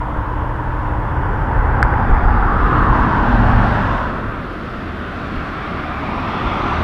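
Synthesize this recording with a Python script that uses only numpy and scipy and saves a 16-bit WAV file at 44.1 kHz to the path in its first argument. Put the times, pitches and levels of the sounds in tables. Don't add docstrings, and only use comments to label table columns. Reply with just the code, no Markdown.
import sys
import numpy as np
from scipy import signal
from scipy.fft import rfft, irfft, next_fast_len
from scipy.io import wavfile
from scipy.ndimage import uniform_filter1d, minimum_filter1d

SR = 44100
rng = np.random.default_rng(int(sys.argv[2]) if len(sys.argv) > 2 else 0)


def gain_from_decibels(decibels):
    exponent = np.asarray(decibels, float) / 20
    return 10 ** exponent


def inscribe(sig):
    pcm = np.round(np.clip(np.atleast_2d(sig).T, -1, 1) * 32767)
    wavfile.write(sys.argv[1], SR, pcm.astype(np.int16))


N = 301203
STEP = 64


def rms_one(x):
    return x / np.sqrt(np.mean(x ** 2) + 1e-20)


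def in_time(rows, step=1, fade_s=0.45):
    s, *columns = np.transpose(rows)
    t = np.arange(0, N, step) / SR
    rise = np.clip((t - s[0]) / fade_s, 0, 1) if s[0] > 0.1 else 1
    fall = np.clip((s[-1] - t) / fade_s, 0, 1) if s[-1] < N / SR - 0.1 else 1
    return [np.interp(t, s, c) for c in columns] + [np.sqrt(rise * fall) + 0 * t]


def every_sample(slow):
    return np.interp(np.arange(N) / STEP, np.arange(len(slow)), slow)


def drift(rate_hz):
    r = np.exp(-2 * np.pi * rate_hz * STEP / SR)
    noise = rng.standard_normal(N // STEP + 2001)
    return rms_one(signal.lfilter([1], [1, -2 * r, r * r], noise)[2000:])


def at_hz(points, hz):
    points_hz, points_db = np.transpose(points)
    return np.interp(np.log(hz), np.log(points_hz), points_db)


def hump(hz, centre_hz, octaves):
    return np.exp(-0.5 * (np.log2(hz / centre_hz) / octaves) ** 2)


def coloured(points):
    hz = np.maximum(np.arange(N // 2 + 1) * SR / N, 1)
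    return rms_one(irfft(rfft(rng.standard_normal(N)) * gain_from_decibels(at_hz(points, hz)), N))


def impulses(rows, lift_db):
    s, db = np.transpose(rows)
    clicks = np.zeros(N)
    clicks[np.round(s * SR).astype(int)] = gain_from_decibels(db + lift_db)
    return clicks


def traffic(patchy_db=0.9, shared_db=0.4):
    # seconds, tyre roar in dB
    nearing_roar = [(0.0, -26.5), (0.7, -26), (1.1, -24), (1.45, -23.5), (1.8, -20), (2.2, -20), (2.6, -18)]
    # seconds, tyre roar in dB, horn resonance in Hz
    passing_roar = [(2.1, -23, 1300), (2.45, -21.5, 1240), (2.72, -17, 1170), (3.05, -17, 1000),
                    (3.4, -19, 789), (3.62, -17.5, 790), (3.9, -20.5, 970), (4.1, -23.5, 1040),
                    (4.4, -29.5, 1140)]
    # seconds, tyre roar in dB, horn resonance in Hz
    car_roar = [(4.0, -24.5, 1310), (4.25, -27.5, 1340), (4.55, -31, 1360), (5.2, -28.5, 1440),
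                (5.6, -27, 1274), (6.0, -26.5, 1120), (6.35, -22.3, 1196), (6.83, -20.5, 1290)]
    # Hz, level in dB per Hz
    nearing_colour = [(70, -1), (125, -10.5), (170, -14), (300, -17.5), (450, -18.5), (680, -15),
                      (920, -17.5), (1500, -19), (1950, -28.5), (2300, -37.5), (3200, -46), (4000, -54.5),
                      (5200, -63.5), (9000, -74.5)]
    passing_colour = [(70, -3), (115, -7.5), (150, -8), (240, -7.5), (310, -12), (480, -17), (930, -12),
                      (1550, -13.5), (1900, -22.5), (2300, -33.5), (2700, -32.5), (3600, -39.5),
                      (5500, -54.5), (9000, -67.5)]
    car_colour = [(70, 1), (136, -1.5), (255, -0.5), (350, -4.5), (480, -10.5), (700, -7), (1250, -7),
                  (1700, -11.5), (2200, -18.5), (2700, -21.5), (3050, -26.5), (3600, -27), (5600, -45),
                  (9000, -59.5)]
    # drone in dB per s, hiss in dB per s, share of the roar's swing that
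    # the hiss misses, horn lift at mid-way in dB, change of that lift in dB per s
    nearing_trend = (-0.9, 0, 0.6, 7, -2.5)
    passing_trend = (-2.3, 3.0, -0.03, 6, -3.5)
    car_trend = (-2, 3, 0.85, 3.0, -0.3)
    # from
    # s, to s, from Hz, to Hz, change in dB
    echo_dips = [(0.3, 3.2, 710, 580, -7), (4.05, 6.0, 850, 920, -8), (6.0, 7.0, 1560, 1780, -6),
                 (3.55, 4.15, 760, 800, -4), (2.5, 3.0, 4300, 5600, -3.5), (6.2, 6.8, 680, 650, -3)]
    echo_narrow = [(-0.8, 1.4, 3190, 3160, 4.5), (0.9, 1.75, 3950, 3900, -6), (1.7, 2.75, 4700, 4650, 6.5),
                   (2.1, 2.7, 2150, 2150, 3), (4.4, 5.5, 2350, 2150, -4.5), (5.45, 6.3, 2100, 2420, 7.5),
                   (6.2, 7.0, 3250, 3700, 7.5), (6.0, 7.3, 5000, 6600, 5.5), (1.85, 2.7, 3400, 3700, 4.5),
                   (6.0, 6.6, 2600, 2900, 3), (3.2, 5.1, 590, 560, 5)]

    edges = 70 * 2 ** (np.arange(44) / 6)
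    hz = np.sqrt(edges[1:] * edges[:-1])[:, None]
    echo_db = ground_echo(echo_narrow, hz, octaves=0.064) + ground_echo(echo_dips, hz, octaves=0.14)
    nearing_rows = [(s, db, 991 - 57 * s) for s, db in nearing_roar]
    power = vehicle(nearing_rows, nearing_trend, nearing_colour, hz)
    power = power + vehicle(passing_roar, passing_trend, passing_colour, hz)
    power = power + vehicle(car_roar, car_trend, car_colour, hz)
    gains = np.sqrt(power * hz) * gain_from_decibels(echo_db)

    white = rng.standard_normal((2, N))
    together = drift(2.2)
    out = np.zeros(N)
    for k, gain in enumerate(gains):
        band_filter = signal.butter(3, edges[k:k + 2], "band", fs=SR, output="sos")
        band = signal.sosfilt(band_filter, white[k % 2])
        flicker_db = patchy_db * drift(3.0) + shared_db * together * np.clip(hz[k] / 3000, 0.2, 1)
        out += rms_one(band) * every_sample(gain * gain_from_decibels(flicker_db[:len(gain)]))
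    return out


def vehicle(rows, trend, colour, hz):
    tyre_db, horn_hz, fade = in_time(rows, step=STEP)
    drone_db_per_s, hiss_db_per_s, missed, mid_lift_db, lift_db_per_s = trend
    start_s, end_s = rows[0][0], rows[-1][0]
    rolled_s = np.clip(np.arange(0, N, STEP) / SR, start_s, end_s) - (start_s + end_s) / 2
    drone_db = drone_db_per_s * rolled_s
    hiss_db = hiss_db_per_s * rolled_s - missed * (tyre_db - np.mean(np.array(rows)[:, 1]))
    horn_db = (mid_lift_db + lift_db_per_s * rolled_s) * hump(hz, horn_hz, octaves=0.13)
    low = np.clip(np.log2(700 / hz) / 0.45, 0, 1)
    high = np.clip(np.log2(hz / 1700) / 0.77, 0, 1.4)
    power = gain_from_decibels(at_hz(colour, hz) + low * drone_db + high * hiss_db + horn_db) ** 2
    tyre_band = (hz[:, 0] > 600) & (hz[:, 0] < 2200)
    return power / (power * hz)[tyre_band].sum(0) * (gain_from_decibels(tyre_db) * fade) ** 2


def ground_echo(rows, hz, octaves):
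    out = 0
    for from_s, to_s, from_hz, to_hz, db in rows:
        way = np.clip((np.arange(0, N, STEP) / SR - from_s) / (to_s - from_s), 0, 1)
        swell = np.abs(np.sin(np.pi * way)) ** 0.7
        out = out + db * swell * hump(hz, from_hz + (to_hz - from_hz) * way, octaves)
    return out


def engines():
    # seconds, level in dB
    firing_level = [(0, -34), (.92, -26.5), (1.33, -31.5), (1.95, -24.5), (2.5, -34), (3.3, -24.5),
                    (3.57, -16.5), (4.0, -31.5), (4.6, -43)]
    # seconds, pitch in Hz, level in dB
    axle_whine = [(0, 299, -35.5), (1.3, 304, -36.5), (1.9, 299, -43), (2.8, 299.9, -32), (3.5, 297.7, -35)]
    # seconds, pitch in Hz, level in dB
    exhaust_note = [(4.2, 77.3, -36), (5.3, 77.5, -40.5), (5.9, 75.6, -32.5), (6.4, 76.06, -39),
                    (6.83, 78.1, -23)]

    closest_s, sweep_s, doppler_share = 3.35, 0.498, 0.053
    t = np.arange(N) / SR
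    past = (t - closest_s) / sweep_s
    firing_hz = 113.64 * (1 - doppler_share * past / np.sqrt(1 + past ** 2))
    firing_db, fade = in_time(firing_level)
    diesel = hum(firing_hz, firing_db, fade, rough=0.25)

    after_top_s = t - 3.64
    tread_db = -20 - np.maximum(-8.5 * after_top_s, 47 * after_top_s)
    tread = hum(2.1 * firing_hz, tread_db - 3, fade, rough=1.3, waver_hz=9)
    axle = hum(*in_time(axle_whine), rough=0.5)
    exhaust = hum(*in_time(exhaust_note), rough=0.25)
    return diesel + tread + axle + exhaust


def trailer():
    # seconds, pitch in Hz, level in dB
    body_drone = [(3.0, 211.5, -32), (3.45, 207.5, -27), (4.0, 204, -42)]
    return hum(*in_time(body_drone), rough=0.8, waver_hz=6)


def hum(hz, db, fade, rough, waver_hz=12.0):
    phase_waver = every_sample(drift(waver_hz))
    height_waver = every_sample(drift(waver_hz))
    phase = 2 * np.pi * np.cumsum(hz) / SR + rough * phase_waver
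    return np.sqrt(2) * gain_from_decibels(db) * fade * (1 + 0.5 * rough * height_waver) * np.sin(phase)


def thud(evened=0.6, top=0.97):
    # Hz, level in dB per Hz
    deep_colour = [(12, -21.5), (20, -6), (30, -4.5), (42, 4.5), (52, -4.5), (62, -3), (70, -5.5),
                   (85, -14), (110, -10.5), (150, -25), (240, -75)]
    noise = coloured(deep_colour)
    swell = np.sqrt(uniform_filter1d(noise ** 2, size=2600) + 0.05)
    waves = top * np.tanh(pressure() * rms_one(noise / swell ** evened) / top)
    return signal.sosfilt(signal.butter(2, 160, fs=SR, output="sos"), waves)


def pressure(half_wave_s=0.014):
    # seconds, level in dB
    buffeting = [(0, -25.5), (0.75, -21.5), (1.15, -23), (1.7, -17), (2.02, -22), (2.4, -14), (3.14, -24),
                 (3.5, -11.5), (3.75, -20.5), (4.2, -29.5), (4.6, -35), (6.83, -32)]
    # seconds, level in dB
    wave_hits = [(0.0, -15.5), (0.19, -13.5), (0.53, -37), (0.99, -18.5), (1.29, -17), (1.42, -16.5),
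                 (1.58, -7), (1.73, -16), (1.84, -8.5), (1.94, -15), (2.11, -4.5), (2.145, -8), (2.24, -8),
                 (2.275, -5.5), (2.32, -10), (2.64, -7.5), (2.83, -13), (2.91, -6), (3.01, -12),
                 (3.21, -17.5), (3.35, -10.5), (3.56, -11), (4.28, -24), (4.78, -28), (5.38, -23),
                 (5.64, -61), (6.17, -24), (6.47, -19.5), (6.64, -23.5), (6.79, -26)]
    t = np.arange(0, N, STEP) / SR
    power = gain_from_decibels(in_time(buffeting, step=STEP)[0]) ** 2
    for s, db in wave_hits:
        power = power + gain_from_decibels(db) ** 2 * np.exp(-((t - s) / half_wave_s) ** 2)
    return np.interp(np.arange(N) / SR, t, np.sqrt(power))


def stone():
    # seconds, peak in dB
    strikes = [
        (1.82748, -3.2),
        (1.938, -16),
    ]
    # Hz, level in dB, time to fall by 60 dB in seconds
    ring_modes = [
        (1577, 2.5, 0.0052),
        (1230, -20.5, 0.012),
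        (2070, -14.5, 0.014),
    ]

    clicks = impulses(strikes, lift_db=2.0)
    out = 0.26 * np.convolve(clicks, np.hanning(130))[:N]
    chatter = np.hanning(80) * np.cos(2 * np.pi * ring_modes[0][0] * np.arange(80) / SR) / 10
    struck = np.convolve(clicks, chatter)[:N] + 1e-18
    for hz, db, t60_s in ring_modes:
        r = gain_from_decibels(-60 / (t60_s * SR))
        w = 2 * np.pi * hz / SR
        out += signal.lfilter([0, gain_from_decibels(db) * np.sin(w)], [1, -2 * r * np.cos(w), r * r], struck)
    return out


def gain_control(x, ceiling=0.8):
    gain = minimum_filter1d(ceiling / np.maximum(np.abs(x), ceiling), size=661)
    return x * uniform_filter1d(uniform_filter1d(gain, size=330), size=330)


def scene():
    road = traffic() + engines() - thud() + trailer()
    return (gain_control(road, ceiling=0.85) + stone())[None]


def housing(x):
    # Hz, width in octaves, change in dB
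    cavities = [(3690, 0.054, 0), (3950, 0.056, -2), (5370, 0.14, 1), (6700, .08, -1.5), (7800, .06, -0.5)]
    size = next_fast_len(N + SR // 10)
    hz = np.maximum(np.arange(size // 2 + 1) * SR / size, 1)
    tail_fade = np.clip((size - np.arange(size)) / (size - N), 0, 1)
    mirrored = np.pad(x, [(0, 0), (0, size - N)], "reflect") * tail_fade
    colour_db = sum(db * hump(hz, centre_hz, octaves) for centre_hz, octaves, db in cavities)
    return irfft(rfft(mirrored) * gain_from_decibels(colour_db), size)[:, :N]


def preamp_hiss():
    # Hz, level in dB per Hz
    hiss_colour = [(2940, -21), (5000, -2.5), (5830, -8.5), (9000, -8.5), (12000, -8.5), (14000, -13.5),
                   (15100, -11), (15400, -28)]
    return gain_from_decibels(-65.5) * coloured(hiss_colour)


def thinned_treble(x, from_hz=6000, full_hz=15000, quiet_db=-62, span_db=22):
    hz, _, lines = signal.stft(x, SR, "cosine", nperseg=2048)
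    power = np.abs(lines) ** 2
    road_db = 10 * np.log10(power[:, (hz > 2400) & (hz < 6000)].sum(axis=1) + 1e-12)
    busy = np.clip((road_db - quiet_db) / span_db, 0.45, 1)[:, None]
    usual = uniform_filter1d(power, size=41, axis=1)
    whim = np.repeat(gain_from_decibels(4 * rng.standard_normal((33, lines.shape[2]))), 32, axis=0)[:len(hz)]
    bar = 3.2 * busy * np.clip((hz - from_hz) / (full_hz - from_hz), 0, 1)[:, None]
    made_up = np.sqrt(np.exp(bar) / (1 + bar)) ** 1.2
    kept = lines * (power > bar * whim * usual) * made_up
    return signal.istft(kept, SR, "cosine", nperseg=2048)[1][:, :N]


def ticks():
    # seconds, peak in dB
    tick_rows = [(1.6277, -45), (2.4618, -40), (2.6623, -38), (2.829, -38), (2.963, -41), (2.9956, -37),
                 (4.5306, -42)]
    bright = signal.butter(2, [4000, 14500], "band", fs=SR, output="sos")
    return signal.sosfilt(bright, impulses(tick_rows, lift_db=5.5) + 1e-18)


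def roll_off(x):
    return signal.sosfilt(signal.butter(12, 15380, fs=SR, output="sos"), x)


def record(dry):
    heard = thinned_treble(housing(dry) + preamp_hiss()) + ticks()
    return roll_off(np.clip(heard, -0.99, 0.99))


dry = scene()
out = record(dry)
inscribe(out)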